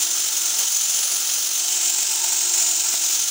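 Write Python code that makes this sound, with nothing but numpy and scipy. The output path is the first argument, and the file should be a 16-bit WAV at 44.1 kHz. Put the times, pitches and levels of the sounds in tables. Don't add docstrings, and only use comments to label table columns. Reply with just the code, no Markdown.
import sys
import numpy as np
from scipy import signal
from scipy.fft import rfft, irfft
from scipy.io import wavfile
from scipy.ndimage import map_coordinates

SR = 44100
rng = np.random.default_rng(int(sys.argv[2]) if len(sys.argv) > 2 else 0)


def materialize(psi):
    bounded = np.clip(np.atleast_2d(psi).T, -1, 1)
    quanta = np.round(bounded * 32767).astype(np.int16)
    wavfile.write(sys.argv[1], SR, quanta)


N = 145530
T = np.arange(N) / SR


def from_db(db):
    return 10 ** (np.asarray(db) / 20)


def rms_one(x):
    return x / np.sqrt(np.mean(x ** 2) + 1e-20)


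def in_time(rows):
    return np.interp(T, *np.transpose(rows))


def drift(hz):
    step, warm_up = 40, 2000
    pole = np.exp(-2 * np.pi * hz * step / SR)
    noise = rng.standard_normal(N // step + warm_up + 2)
    slow = signal.lfilter([1], [1, -2 * pole, pole * pole], noise)[warm_up:]
    return np.interp(np.arange(N) / step, np.arange(len(slow)), rms_one(slow))


def with_tone(x, tone):
    hz, db = np.transpose(tone)
    octave = np.log2(np.maximum(np.fft.rfftfreq(N, 1 / SR), 1))
    points = np.log2(hz)
    beyond = np.abs(octave - np.clip(octave, points[0], points[-1]))
    gain = from_db(np.interp(octave, points, db) - 80 * beyond)
    return rms_one(irfft(rfft(x) * gain, N))


def blend_tones(x, low, high, lift):
    return rms_one((1 - lift) * with_tone(x, low) + lift * with_tone(x, high))


def friction(swing_db=0, ticks_per_s=3500, tick_share=0.26):
    sizes = from_db(np.minimum(rng.exponential(1, N), 4)) * rng.choice([-1, 1], N)
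    ticks = rms_one(sizes * (rng.random(N) < ticks_per_s / SR))
    rubbing = rng.standard_normal(N)
    return from_db(swing_db) * (np.sqrt(tick_share) * ticks + np.sqrt(1 - tick_share) * rubbing)


def resonance(x, hz, width_hz):
    pole = np.exp(-np.pi * width_hz / SR)
    band = [1, 0, -1, 1, -2 * pole * np.cos(2 * np.pi * hz / SR), pole * pole]
    return rms_one(signal.sosfilt([band, band], x))


def ringing(rings, swing_db, lift):
    sound = np.zeros(N)
    for hz, width_hz, low_db, high_db in rings:
        level_db = low_db + (high_db - low_db) * lift + 3.26 * drift(hz=2.3)
        sound += from_db(level_db) * resonance(friction(swing_db), hz, width_hz)
    return sound


# pitch in Hz, relative level in dB.
AIR_TONE = [(20, 1), (50, 2), (80, -11), (150, -1), (600, -16), (3000, -32)]

def outdoor_air():
    return from_db(-78.5 + 4.9 * drift(hz=7.7)) * with_tone(rng.standard_normal(N), AIR_TONE)


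# extra path in metres, level in dB against the direct sound.
ECHOES = [(0.549, -31), (0.952, -26), (1.599, -23), (2.5, -16)]

def among_trees(x, sway_m=0.0075, sound_m_per_s=343):
    echoes = np.zeros(N)
    for metres, db in ECHOES:
        delay_s = (metres + sway_m * drift(hz=1.4)) / sound_m_per_s
        echoes += from_db(db) * map_coordinates(x, [(T - delay_s) * SR], order=3, mode="wrap")
    return rms_one(x + echoes)


def crunches(rows, tone):
    swells = sum(from_db(db) * np.exp(-((T - peak_s) / half_s) ** 2) for peak_s, db, half_s in rows)
    return swells * with_tone(friction(), tone)


# loudest moment in seconds, level in dB, half-length in seconds.
SNIPS = [(.599, -33, 0.032), (.635, -34, 0.026), (.899, -29, 0.0042), (2.942, -26, .009)]
# pitch in Hz, relative level in dB.
SNIP_TONE = [(40, -39), (120, -18.5), (250, 5.5), (1000, 8), (3000, 5), (7000, 13.5), (12000, 5),
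             (15000, -12)]
KNOCK_TONE = [(30, -8), (90, 1), (180, 8), (400, -6), (900, -24)]

def twigs():
    snips = crunches(SNIPS, SNIP_TONE)
    knock = crunches([(2.943, -52.5, 0.008)], KNOCK_TONE)
    return snips + knock


# pitch in Hz, relative level in dB.
RATTLE_LOW = [(115, -58), (150, -24.5), (230, -10.5), (310, -8), (395, -2), (470, -8.5), (550, 0.5),
              (630, -6.5), (760, 1), (950, -4), (1090, -3), (1300, 4), (1700, 0.5), (2200, 0)]
RATTLE_HIGH = [(115, -28), (210, -16.5), (310, -9), (390, -2), (450, -14), (520, -6), (585, -15), (690, 0),
               (1000, -2), (1110, -9), (1400, -0.5), (1750, -3), (2200, -2.5)]
# pitch in Hz, width in Hz, dB against the rattle with pole low, then high.
HOUSING_RINGS = [(702, 60, -20, -15), (895, 78, -15.5, -5), (1383, 110, -13.5, -7.5), (1566, 76, -34, -7)]
# time in seconds, relative level in dB.
HOUSING_LEVEL = [(0.0, -40), (0.69, -42), (0.78, -43), (1.1, -40), (1.36, -42), (2.64, -40), (2.82, -44),
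                 (2.85, -40), (3.27, -42), (3.3, -40)]

def housing(swing_db, lift):
    gentler_db = 0.8 * swing_db
    rattle = blend_tones(friction(gentler_db), RATTLE_LOW, RATTLE_HIGH, lift)
    rings = ringing(HOUSING_RINGS, gentler_db, lift)
    return from_db(in_time(HOUSING_LEVEL) - 0.77) * (rattle + rings)


# vibrations per motor turn, relative level in dB.
HUM_NOTES = [(1, -3), (2, -7), (3, -10), (12, 0.5)]
# time in seconds, relative level in dB.
HUM_LEVEL = [(0, -45.5), (.28, -52.5), (.5, -49.5), (.65, -59), (.85, -56.5), (1.45, -52.5), (1.7, -51),
             (2.2, -51.5), (2.5, -46), (2.7, -48), (3.0, -50.5), (3.3, -52)]
WHINE_LEVEL = [(0, -34), (.2, -28.5), (.3, -35), (.42, -32), (.62, -34), (.83, -29), (1.1, -36),
               (1.55, -35.5), (1.95, -28.5), (2.15, -36), (2.35, -34), (2.7, -24.5), (2.9, -34), (3.3, -34)]

def motor(turns, swing_db, whine_per_turn=21):
    angle = 2 * np.pi * turns
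    hum = sum(from_db(db + 0.5 * drift(hz=5.2)) * np.sin(per_turn * angle) for per_turn, db in HUM_NOTES)
    whine_db = in_time(WHINE_LEVEL) + swing_db + 2.5 * drift(hz=25)
    whine = from_db(whine_db) * np.sin(whine_per_turn * angle)
    return np.sqrt(2) * (from_db(in_time(HUM_LEVEL)) * hum + whine)


def stroke_swing(turns, turns_per_stroke=14.75):
    angle = 2 * np.pi * (turns / turns_per_stroke + 0.345)
    sweeps_db = 1.36 * np.cos(2 * angle) + 0.88 * np.cos(angle)
    flicker_db = 0.5 * drift(hz=45)
    drag_db = 0.76 * drift(hz=12.5)
    return sweeps_db + flicker_db + drag_db


# pitch in Hz, relative level in dB.
RASP_LOW = [(2000, -23.5), (2400, -16.5), (2700, -10.5), (3200, -8.5), (4850, -8.5), (5700, -2.5),
            (6400, 1), (7000, -2), (7800, -8.5), (9200, -9.5), (10500, -16), (11500, -16.5), (12500, -25),
            (13500, -20)]
RASP_HIGH = [(2000, -23), (2500, -11), (3000, -12), (3280, -15), (3600, -10), (4700, -10), (5400, -4),
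             (6600, -2), (7400, 1), (8200, -4), (9100, -10.5), (9550, -20.5), (10200, -17.5), (11400, -21),
             (12500, -30), (13500, -21)]
SIZZLE_TONE = [(13000, -45), (14000, -10), (14500, -10.5), (15000, 7), (15600, 2), (16000, -2.5)]
# time in seconds, relative level in dB.
BLADE_LEVEL = [(0, -21.5), (.22, -22), (.27, -23), (.45, -22), (.7, -23.5), (.9, -22), (1.1, -22),
               (1.25, -23), (1.55, -22.5), (1.62, -21.5), (1.95, -20.5), (2.1, -20.5), (2.4, -21),
               (2.68, -21), (2.8, -21.5), (2.92, -21), (3.1, -21.5), (3.3, -21.5)]
# time in seconds, relative level in dB.
MAIN_RING_LEVEL = [(0, -20), (.12, -4), (.3, -16), (.6, -12), (.75, -3), (1.1, -15), (1.45, -21), (1.6, -4),
                   (1.75, -21), (2.95, -16.5), (3.2, -9.5), (3.3, -7)]
# pitch in Hz, width in Hz, relative dB with pole low, then high.
BAR_RINGS = [(3092, 230, -24.5, -24.5), (5010, 71, -29, -25), (6590, 100, -28, -6), (8070, 100, -19.5, -19),
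             (8490, 370, -26, -22.5), (9220, 140, -19, -40), (10010, 300, -14, -35.5),
             (10530, 160, -20, -43)]

def blades(swing_db, lift):
    rubbing = among_trees(friction(swing_db))
    rasp = from_db(-0.67) * blend_tones(rubbing, RASP_LOW, RASP_HIGH, lift)
    sizzle = from_db(-31.5 - 1.5 * lift) * with_tone(rubbing, SIZZLE_TONE)
    main_ring = from_db(in_time(MAIN_RING_LEVEL)) * resonance(friction(swing_db), hz=6260, width_hz=120)
    other_rings = ringing(BAR_RINGS, swing_db, lift)
    return from_db(in_time(BLADE_LEVEL)) * (rasp + main_ring + other_rings) + sizzle


# time in seconds, turns per second.
MOTOR_SPEED = [(0.0, 340.5), (0.2, 342.6), (0.3, 340.0), (0.45, 342.4), (0.58, 340.5), (0.65, 325.7),
               (0.9, 336.2), (1.2, 335.2), (1.4, 340.5), (1.75, 343.6), (2.3, 346.9), (2.52, 346.2),
               (2.68, 335.7), (2.9, 341.4), (2.96, 332.4), (3.05, 332.9), (3.22, 338.1), (3.3, 338.1)]
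# time in seconds, lift from 0 (low) to 1 (high).
POLE_LIFT = [(0, .2), (.6, 0.16), (.9, 0.28), (1.5, 0), (1.78, 0.68), (2.15, 0.73), (2.55, 0.66),
             (2.9, 0.7), (3.3, 0.12)]

def hedge_trimmer():
    speed = in_time(MOTOR_SPEED) * (1 + 0.00114 * drift(hz=56))
    turns = np.cumsum(speed) / SR
    swing_db = stroke_swing(turns)
    lift = in_time(POLE_LIFT)
    return blades(swing_db, lift) + housing(swing_db, lift) + motor(turns, swing_db)


def scene():
    return np.tile(hedge_trimmer() + twigs() + outdoor_air(), (2, 1))


def record(dry, cutoff_hz=15800):
    low_pass = signal.firwin(801, cutoff_hz, fs=SR, window="blackman")
    return signal.fftconvolve(dry, low_pass[None], "same", axes=1)


dry = scene()
out = record(dry)
materialize(out)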